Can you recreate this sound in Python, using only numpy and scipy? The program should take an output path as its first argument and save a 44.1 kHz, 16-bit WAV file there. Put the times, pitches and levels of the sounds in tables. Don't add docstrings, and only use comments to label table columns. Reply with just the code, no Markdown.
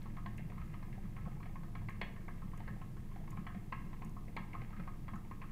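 import sys
import numpy as np
from scipy import signal
from scipy.fft import rfft, irfft
from scipy.io import wavfile
from scipy.ndimage import uniform_filter1d

SR = 44100
rng = np.random.default_rng(int(sys.argv[2]) if len(sys.argv) > 2 else 0)


def output_pcm(signal):
    pcm = np.clip(np.atleast_2d(signal).T, -1, 1) * 32767
    wavfile.write(sys.argv[1], SR, np.round(pcm).astype(np.int16))


def field_ratio(decibels):
    return 10 ** (np.asarray(decibels, dtype=float) / 20)


N = 242991

# (pitch_hz, level_db, t60_s); t60 is the time to die away by 60 dB
RIM_MODES = [(1589, 6, 0.031), (1635, -7, .2), (1688, -8, .16), (1804, -13, .35), (1828, -10, .45),
             (1930, 9.5, 0.01), (2061, -10.5, 0.044), (2095, 14, 0.014), (2360, -13.5, 0.16),
             (2442, -7, 0.1)]


def rms_one(x):
    return x / np.sqrt(np.mean(x ** 2) + 1e-20)


def at_hz(points, hz):
    table_hz, value = np.transpose(points)
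    return np.interp(np.log(hz + 1e-9), np.log(table_hz), value)


def coloured(spectrum):
    hz = np.arange(N // 2 + 1) * SR / N
    white = rfft(rng.standard_normal(N))
    return rms_one(irfft(white * field_ratio(at_hz(spectrum, hz)), N))


def ring(force, hz, t60):
    radius = field_ratio(-60 / (t60 * SR))
    angle = 2 * np.pi * hz / SR
    return signal.lfilter([0, np.sin(angle)], [1, -2 * radius * np.cos(angle), radius ** 2], force + 1e-18)


def placed(times, forces, gains):
    out = np.zeros(N + forces.shape[1])
    for i, force, gain in zip((times * SR).astype(int), forces, gains):
        out[i:i + len(force)] += gain * force
    return out[:N]


def clatters(centre_hz, octaves, rise_s, fall_s):
    t = np.arange(1536) / SR
    place, fall, turn = rng.random((len(centre_hz), 3, 32, 1)).transpose(1, 0, 2, 3)
    away = (np.arange(32)[:, None] + place) / 8 - 2
    hz = np.asarray(centre_hz)[:, None, None] * 2 ** (octaves * away)
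    hz = np.clip(hz, 200, 0.45 * SR)
    mode_fall_s = fall_s * field_ratio(5.0 * (fall - 1.5))
    modes = np.sin(2 * np.pi * (hz * t + turn)) * np.exp(-away ** 2 / 2 - t / mode_fall_s)
    return (1 - np.exp(-t / rise_s)) * modes.sum(axis=1) / np.sqrt(14)


def magnets():
    # (multiple of the passing rate, level_db, swing_db once a turn)
    tug = [(.39, -63, 2), (1, -46, 1.5), (2, -60, 2.5), (3, -64, 3), (4, -68, 2), (5, -58, 3),
           (5.13, -64, 2), (6, -65, 3)]
    magnet_count, start_per_s, slowing_per_s2 = 16, 21.58, 0.37
    t = np.arange(N) / SR
    phase = 2 * np.pi * (start_per_s * t - slowing_per_s2 * t ** 2 / 2)
    hum = 0
    for multiple, level_db, swing_db in tug:
        turn, own = 2 * np.pi * rng.random(2)
        swing = swing_db * np.sin(phase / magnet_count + turn)
        hum = hum + field_ratio(level_db + swing) * np.sin(multiple * phase + own)
    return np.sqrt(2) * hum


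def swelling(swells, calm_db):
    fading_db_per_s, half_width_s = 0.37, 0.022
    t = np.arange(0, N, 64) / SR
    power = field_ratio(2 * (calm_db - fading_db_per_s * t))
    for s, db in swells:
        power = power + field_ratio(2 * db) * np.exp(-((t - s) / half_width_s) ** 2)
    return np.interp(np.arange(N) / SR, t, 10 * np.log10(power))


def bearing():
    # (pitch_hz, level_db per Hz)
    rumble_spectrum = [(3, -39.5), (8, -24), (31, -2.5), (41, -26), (50, -14), (63, -2), (84, -17.5),
                       (104, -3.5), (128, -4), (215, -5), (238, -19.5), (335, -16), (410, -34),
                       (700, -50.5)]
    # (time_s, level_db)
    deep_swells = [(0.23, -43.5), (0.39, -60.5), (0.62, -42.5), (0.98, -55), (1.24, -41.5), (1.52, -48),
                   (1.65, -55.5), (1.81, -44), (1.97, -46.5), (2.24, -91.5), (2.51, -47), (2.69, -47),
                   (3.0, -45), (3.17, -53.5), (3.45, -54.5), (3.8, -53), (4.13, -66), (4.36, -73),
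                   (4.82, -49)]
    low_swells = [(0.13, -53), (0.27, -52), (0.45, -45), (0.71, -45.5), (0.94, -47.5), (1.12, -47.5),
                  (1.34, -43.5), (1.86, -44), (2.02, -47), (2.54, -49), (2.73, -43), (2.91, -47.5),
                  (3.0, -54), (3.32, -46), (3.6, -50), (3.79, -46.5), (4.08, -54), (4.611, -43),
                  (4.82, -50.5), (5.05, -48)]
    upper_swells = [(0.27, -49.0), (0.43, -48), (0.57, -50.1), (1.05, -49.2), (1.27, -47.5), (1.62, -50),
                    (1.79, -53.5), (1.891, -57), (2.02, -53), (2.46, -49), (2.73, -48.7), (3.19, -55.5),
                    (3.4, -45.5), (3.57, -46.5), (3.85, -50), (4.06, -49.5), (4.401, -47), (4.59, -60.5),
                    (4.808, -47), (5.148, -47)]
    calm_levels = [-54, -51, -54.5]
    rumble = coloured(rumble_spectrum)
    out = rumble.copy()
    bands_hz = [35, 90], [90, 150], [150, 235]
    for edges, swells, calm_db in zip(bands_hz, (deep_swells, low_swells, upper_swells), calm_levels):
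        level_db = swelling(swells, calm_db)
        band = signal.sosfiltfilt(signal.butter(2, edges, "band", fs=SR, output="sos"), rumble)
        evened = band / np.sqrt(uniform_filter1d(band ** 2, 2000) / np.mean(band ** 2) + 0.12)
        out += evened * field_ratio(level_db - np.mean(level_db)) - band
    return field_ratio(-47.5) * out


def wheel_body(push):
    # (pitch_hz, level_db, t60_s)
    tyre_modes = [(493, 0.5, 0.027), (513, -10.5, 0.017), (633, -17, 0.022), (707, -7.5, 0.076),
                  (832, -17.5, 0.2), (899.6, -3, 0.031), (922.6, -1.5, 0.043), (1058, 3, 0.033),
                  (1144, -3, 0.019), (1147, -1.5, 0.043), (1246, -4, 0.17), (1306, 0, 0.08)]
    hub_modes = [(2500, -11, 0.011), (2800, -11, 0.017), (2778, 4.5, 0.026), (3000, -9.5, 0.13),
                 (3036, 4.5, 0.025), (3290, -3.5, 0.087), (3376, -14, 0.021), (4144, -0.5, 0.026)]
    out = 0
    for k, (hz, db, t60) in enumerate(tyre_modes + RIM_MODES + hub_modes):
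        out = out + (-1) ** k * field_ratio(db) * ring(push, hz, t60)
    return out


def chatter():
    # (time_s, level_db)
    chatter_levels = [(0.0, -60.5), (0.38, -63.5), (1.26, -62), (1.85, -73), (2.0, -65.5), (2.7, -59.5),
                      (2.96, -67), (3.18, -59), (3.45, -68), (3.93, -60), (4.2, -72), (4.68, -55.5),
                      (5.12, -69.5), (5.51, -60.5)]
    happens = rng.random(N) < 250 / SR
    height_db = 3.6 * np.minimum(rng.exponential(1, N), 4)
    grains = happens * field_ratio(height_db) * rng.choice([-1, 1], N)
    grains = signal.sosfilt(signal.butter(2, [600, 2400], "band", fs=SR, output="sos"), grains)
    s, db = np.transpose(chatter_levels)
    level_db = np.interp(np.arange(N) / SR, s, db)
    return field_ratio(level_db - 9.0) * rms_one(wheel_body(grains))


def ticks():
    # (time_s, peak_db)
    tick_times = [(0.0094, -71), (0.027, -56.5), (0.3745, -52.5), (0.6563, -62), (1.8955, -55),
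                  (2.013, -55), (2.574, -51), (3.3047, -49), (4.0468, -50.5), (4.093, -55.5),
                  (4.363, -55.5), (5.155, -57)]
    # (pitch_hz, level_db, t60_s)
    tick_modes = [(4050, -18, .02), (6845, -2, 0.036), (9020, -10, 0.018), (9880, -4.5, 0.017),
                  (12300, -31, 0.016), (13800, 8, 0.013)]
    s, peak_db = np.transpose(tick_times)
    click = placed(s, clatters(np.full(len(s), 8800), 0.549, 0.0018, 0.0042), field_ratio(peak_db - 0.5))
    ringing = sum(field_ratio(db) * ring(click, hz, t60) for hz, db, t60 in tick_modes)
    return click + field_ratio(-25.5) * ringing


def contacts():
    # (time_s, note_db, clatter_db, clatter_hz, edge_db)
    hard_knocks = [(0.019, -72, -66, 2360, -61), (.169, -52, -54.5, 1806, -64),
                   (.261, -44.5, -50, 1850, -57.5), (.74, -51.5, -54.5, 2137, -63),
                   (.828, -53.5, -58, 1995, -64), (1.166, -57.5, -56.5, 2160, -71),
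                   (1.557, -50.5, -56, 1926, -71), (1.753, -51, -48.5, 1823, -61),
                   (1.887, -47, -46, 2100, -59), (2.015, -42.5, -36.5, 2153, -44),
                   (2.163, -57.5, -53, 1614, -67), (2.282, -49, -51, 1805, -69),
                   (2.678, -51.5, -46.5, 1676, -61), (3.374, -53.5, -56, 1780, -78),
                   (3.468, -47, -46, 1904, -57.5), (3.725, -41.5, -42, 2190, -56),
                   (4.021, -45.5, -54, 2010, -67), (4.367, -40.5, -41.5, 2180, -48.5),
                   (4.533, -68, -53, 2300, -69), (4.876, -46.5, -54.5, 1700, -65),
                   (5.082, -47, -52, 1980, -63), (5.135, -47.5, -54.5, 1980, -72),
                   (5.313, -47, -55, 1990, -67), (5.418, -53.5, -51.5, 2080, -62)]
    # (time_s, note_db, clatter_db)
    tread_taps = [(.059, -53, -63), (.182, -53.5, -81), (.579, -53.5, -59), (.928, -80, -57),
                  (1.178, -55.5, -81), (1.253, -56, -60.5), (1.262, -53.5, -72), (1.403, -53.5, -66),
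                  (1.634, -52.5, -60), (2.421, -53, -63.5), (2.47, -63, -81), (2.534, -52.5, -67),
                  (2.8164, -49.5, -59), (2.969, -58.5, -59.5), (3.116, -59.5, -65), (3.278, -55, -59),
                  (3.319, -63, -62.5), (3.328, -54, -84), (3.931, -54, -59.5), (4.167, -51.5, -67),
                  (4.542, -48.5, -66)]
    lip_taps = [(0.521, -57.5, -82), (.564, -67, -76), (.615, -56.5, -61), (1.054, -63, -75),
                (1.278, -60.5, -73), (1.429, -58, -55.5), (1.46, -62, -68), (3.503, -56.5, -74),
                (4.551, -48.5, -54), (4.73, -59.5, -72), (4.765, -66, -57.5), (4.798, -51.5, -55.5),
                (5.158, -52.5, -64), (5.44, -56, -72)]
    # (time_s, note_db, clatter_db, note_hz)
    wall_taps = [(.382, -91, -52, 716), (0.394, -54.5, -57.5, 727), (.5, -54.5, -57.5, 732),
                 (.7, -66, -68, 710), (.88, -60.5, -85, 780), (.979, -52.5, -73, 776),
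                 (1.274, -52, -76, 712), (1.317, -59, -65, 825), (1.365, -58, -78, 860),
                 (1.458, -55, -59, 750), (1.495, -57.5, -72, 797), (1.683, -59, -69, 723),
                 (1.814, -59, -62, 940), (2.577, -66.5, -60.5, 660), (2.603, -51, -56, 913),
                 (2.763, -59, -73, 784), (3.16, -52.5, -58, 785), (3.205, -54, -68, 666),
                 (3.234, -58, -80, 840), (3.371, -57, -55.5, 860), (3.547, -53, -56.5, 720),
                 (4.282, -55, -62, 707), (4.553, -51.5, -70, 858), (4.617, -52.5, -53.5, 787),
                 (4.705, -58, -62, 883), (4.835, -72, -71, 800), (5.248, -61, -66, 916)]
    tread_hz, lip_hz, tap_clatter_hz = 1077.6, 1282, 1967
    note_spread, tap_spread = 0.008, 0.1065
    taps = [(*tap, tread_hz) for tap in tread_taps]
    taps += [(*tap, lip_hz) for tap in lip_taps]
    taps += wall_taps
    rows = [(s, note, tread_hz, clatter, hz, edge) for s, note, clatter, hz, edge in hard_knocks]
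    rows += [(s, note, hz, clatter, tap_clatter_hz, clatter - 10) for s, note, clatter, hz in taps]
    s, note_db, note_hz, clatter_db, clatter_hz, edge_db = np.transpose(rows)
    note_chance, clatter_chance = rng.standard_normal((2, len(s)))
    light = np.arange(len(s)) >= len(hard_knocks)
    note_hz = note_hz * (1 + note_spread * note_chance)
    clatter_hz = clatter_hz * (1 + tap_spread * light * clatter_chance)
    return s, note_db, note_hz, clatter_db, clatter_hz, edge_db


def swoops(note_hz, start, glide_s, fall_s):
    t = np.arange(1536) / SR
    spread = field_ratio(0.41 * rng.standard_normal((len(note_hz), 2)))
    glide = glide_s * spread[:, :1]
    fall = fall_s * spread[:, 1:]
    cycles = note_hz[:, None] * (t - (1 - start) * glide * (1 - np.exp(-t / glide)))
    return np.sin(2 * np.pi * cycles) * (1 - np.exp(-t / 0.00021)) * np.exp(-(t / fall) ** 2)


def rim():
    s, note_db, note_hz, clatter_db, clatter_hz, edge_db = contacts()
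    s = s - 0.0018
    notes = placed(s, swoops(note_hz, start=0.36, glide_s=0.0016, fall_s=0.018), field_ratio(note_db - 0.2))
    knocks = placed(s, clatters(0.823 * note_hz, 0.383, 0.00036, 0.0091), field_ratio(note_db + 2.9))
    rattle = clatters(clatter_hz, 0.33, 0.0013, 0.008)
    knocks += placed(s, rattle, field_ratio(clatter_db - 1.0))
    for _ in range(2):
        wait, loss = rng.random((2, len(s)))
        knocks += placed(s + 0.006 + 0.04 * wait, rattle[::-1], field_ratio(clatter_db - 9 - 8 * loss))
    edges = clatters(np.full(len(s), 3450), 0.34, 0.0016, 0.0053)
    knocks += placed(s + 0.000899, edges, field_ratio(edge_db + 6.5))
    strikes = placed(s, np.ones((len(s), 1)), field_ratio(clatter_db))
    struck = 0
    for k, (hz, db, t60) in enumerate(RIM_MODES[1:5]):
        struck = struck + field_ratio(db - 7) * ring(np.roll(strikes, 9 * k), hz, t60)
    body = field_ratio(-34) * wheel_body(knocks + field_ratio(-18.5) * notes)
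    return notes, knocks + body + struck


def thuds():
    # (time_s, peak_db)
    board_knocks = [(0.258, -78), (0.394, -58), (0.504, -64), (1.275, -65), (1.884, -68), (2.013, -39.5),
                    (2.281, -54), (2.678, -46), (3.466, -82), (3.721, -63), (4.018, -67), (4.166, -68),
                    (4.364, -47), (4.795, -47.5), (5.313, -66)]
    s, peak_db = np.transpose(board_knocks)
    return placed(s, clatters(np.full(len(s), 540), 0.3, 0.0005, 0.014), field_ratio(peak_db - 1))


def shop(x):
    # (pitch_hz, t60_s)
    room_t60 = [(300, 0.9), (1000, 0.56), (2000, 0.51), (3500, 0.4), (7000, 0.05)]
    # (pitch_hz, level_db)
    room_colour = [(400, -1), (1000, 1), (1800, -5), (2300, -4), (3200, 4), (7000, -6)]
    t = np.arange(SR // 2) / SR
    tail = 0
    edges = 300 * 2.0 ** np.arange(0, 5.5, 0.5)
    for low, high in zip(edges, edges[1:]):
        noise = rng.standard_normal(len(t))
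        band = signal.sosfilt(signal.butter(2, [low, high], "band", fs=SR, output="sos"), noise)
        hz = np.sqrt(low * high)
        tail = tail + band * field_ratio(at_hz(room_colour, hz) - 60 * t / at_hz(room_t60, hz))
    tail = tail * (1 - np.exp(-t / 0.0058))
    return signal.fftconvolve(x, tail / np.linalg.norm(tail))[:N]


def scene():
    hum, rumble = magnets(), bearing()
    faint_chatter = chatter()
    tick = ticks()
    notes, knocks = rim()
    clatter = knocks + faint_chatter + thuds()
    near = field_ratio(-11) * notes + field_ratio(-9) * tick
    room = field_ratio(-12.5) * shop(clatter + near)
    return (hum + rumble + notes + clatter + tick + room)[None]


def low_pass(x):
    return signal.sosfilt(signal.butter(12, 15660, fs=SR, output="sos"), x)


def record(dry):
    # (pitch_hz, level_db per Hz)
    hiss_spectrum = [(240, -42), (400, 12), (605, 4), (972, 4), (1070, 3), (1420, -6), (2150, -7),
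                     (3570, -13), (15500, -50)]
    heard = dry + field_ratio(-81 + 14.0) * coloured(hiss_spectrum)
    top_cut = signal.ellip(12, 0.5, 60, 15640, fs=SR, output="sos")
    heard = signal.sosfilt(top_cut, heard)
    return low_pass(heard)


dry = scene()
out = record(dry)
output_pcm(out)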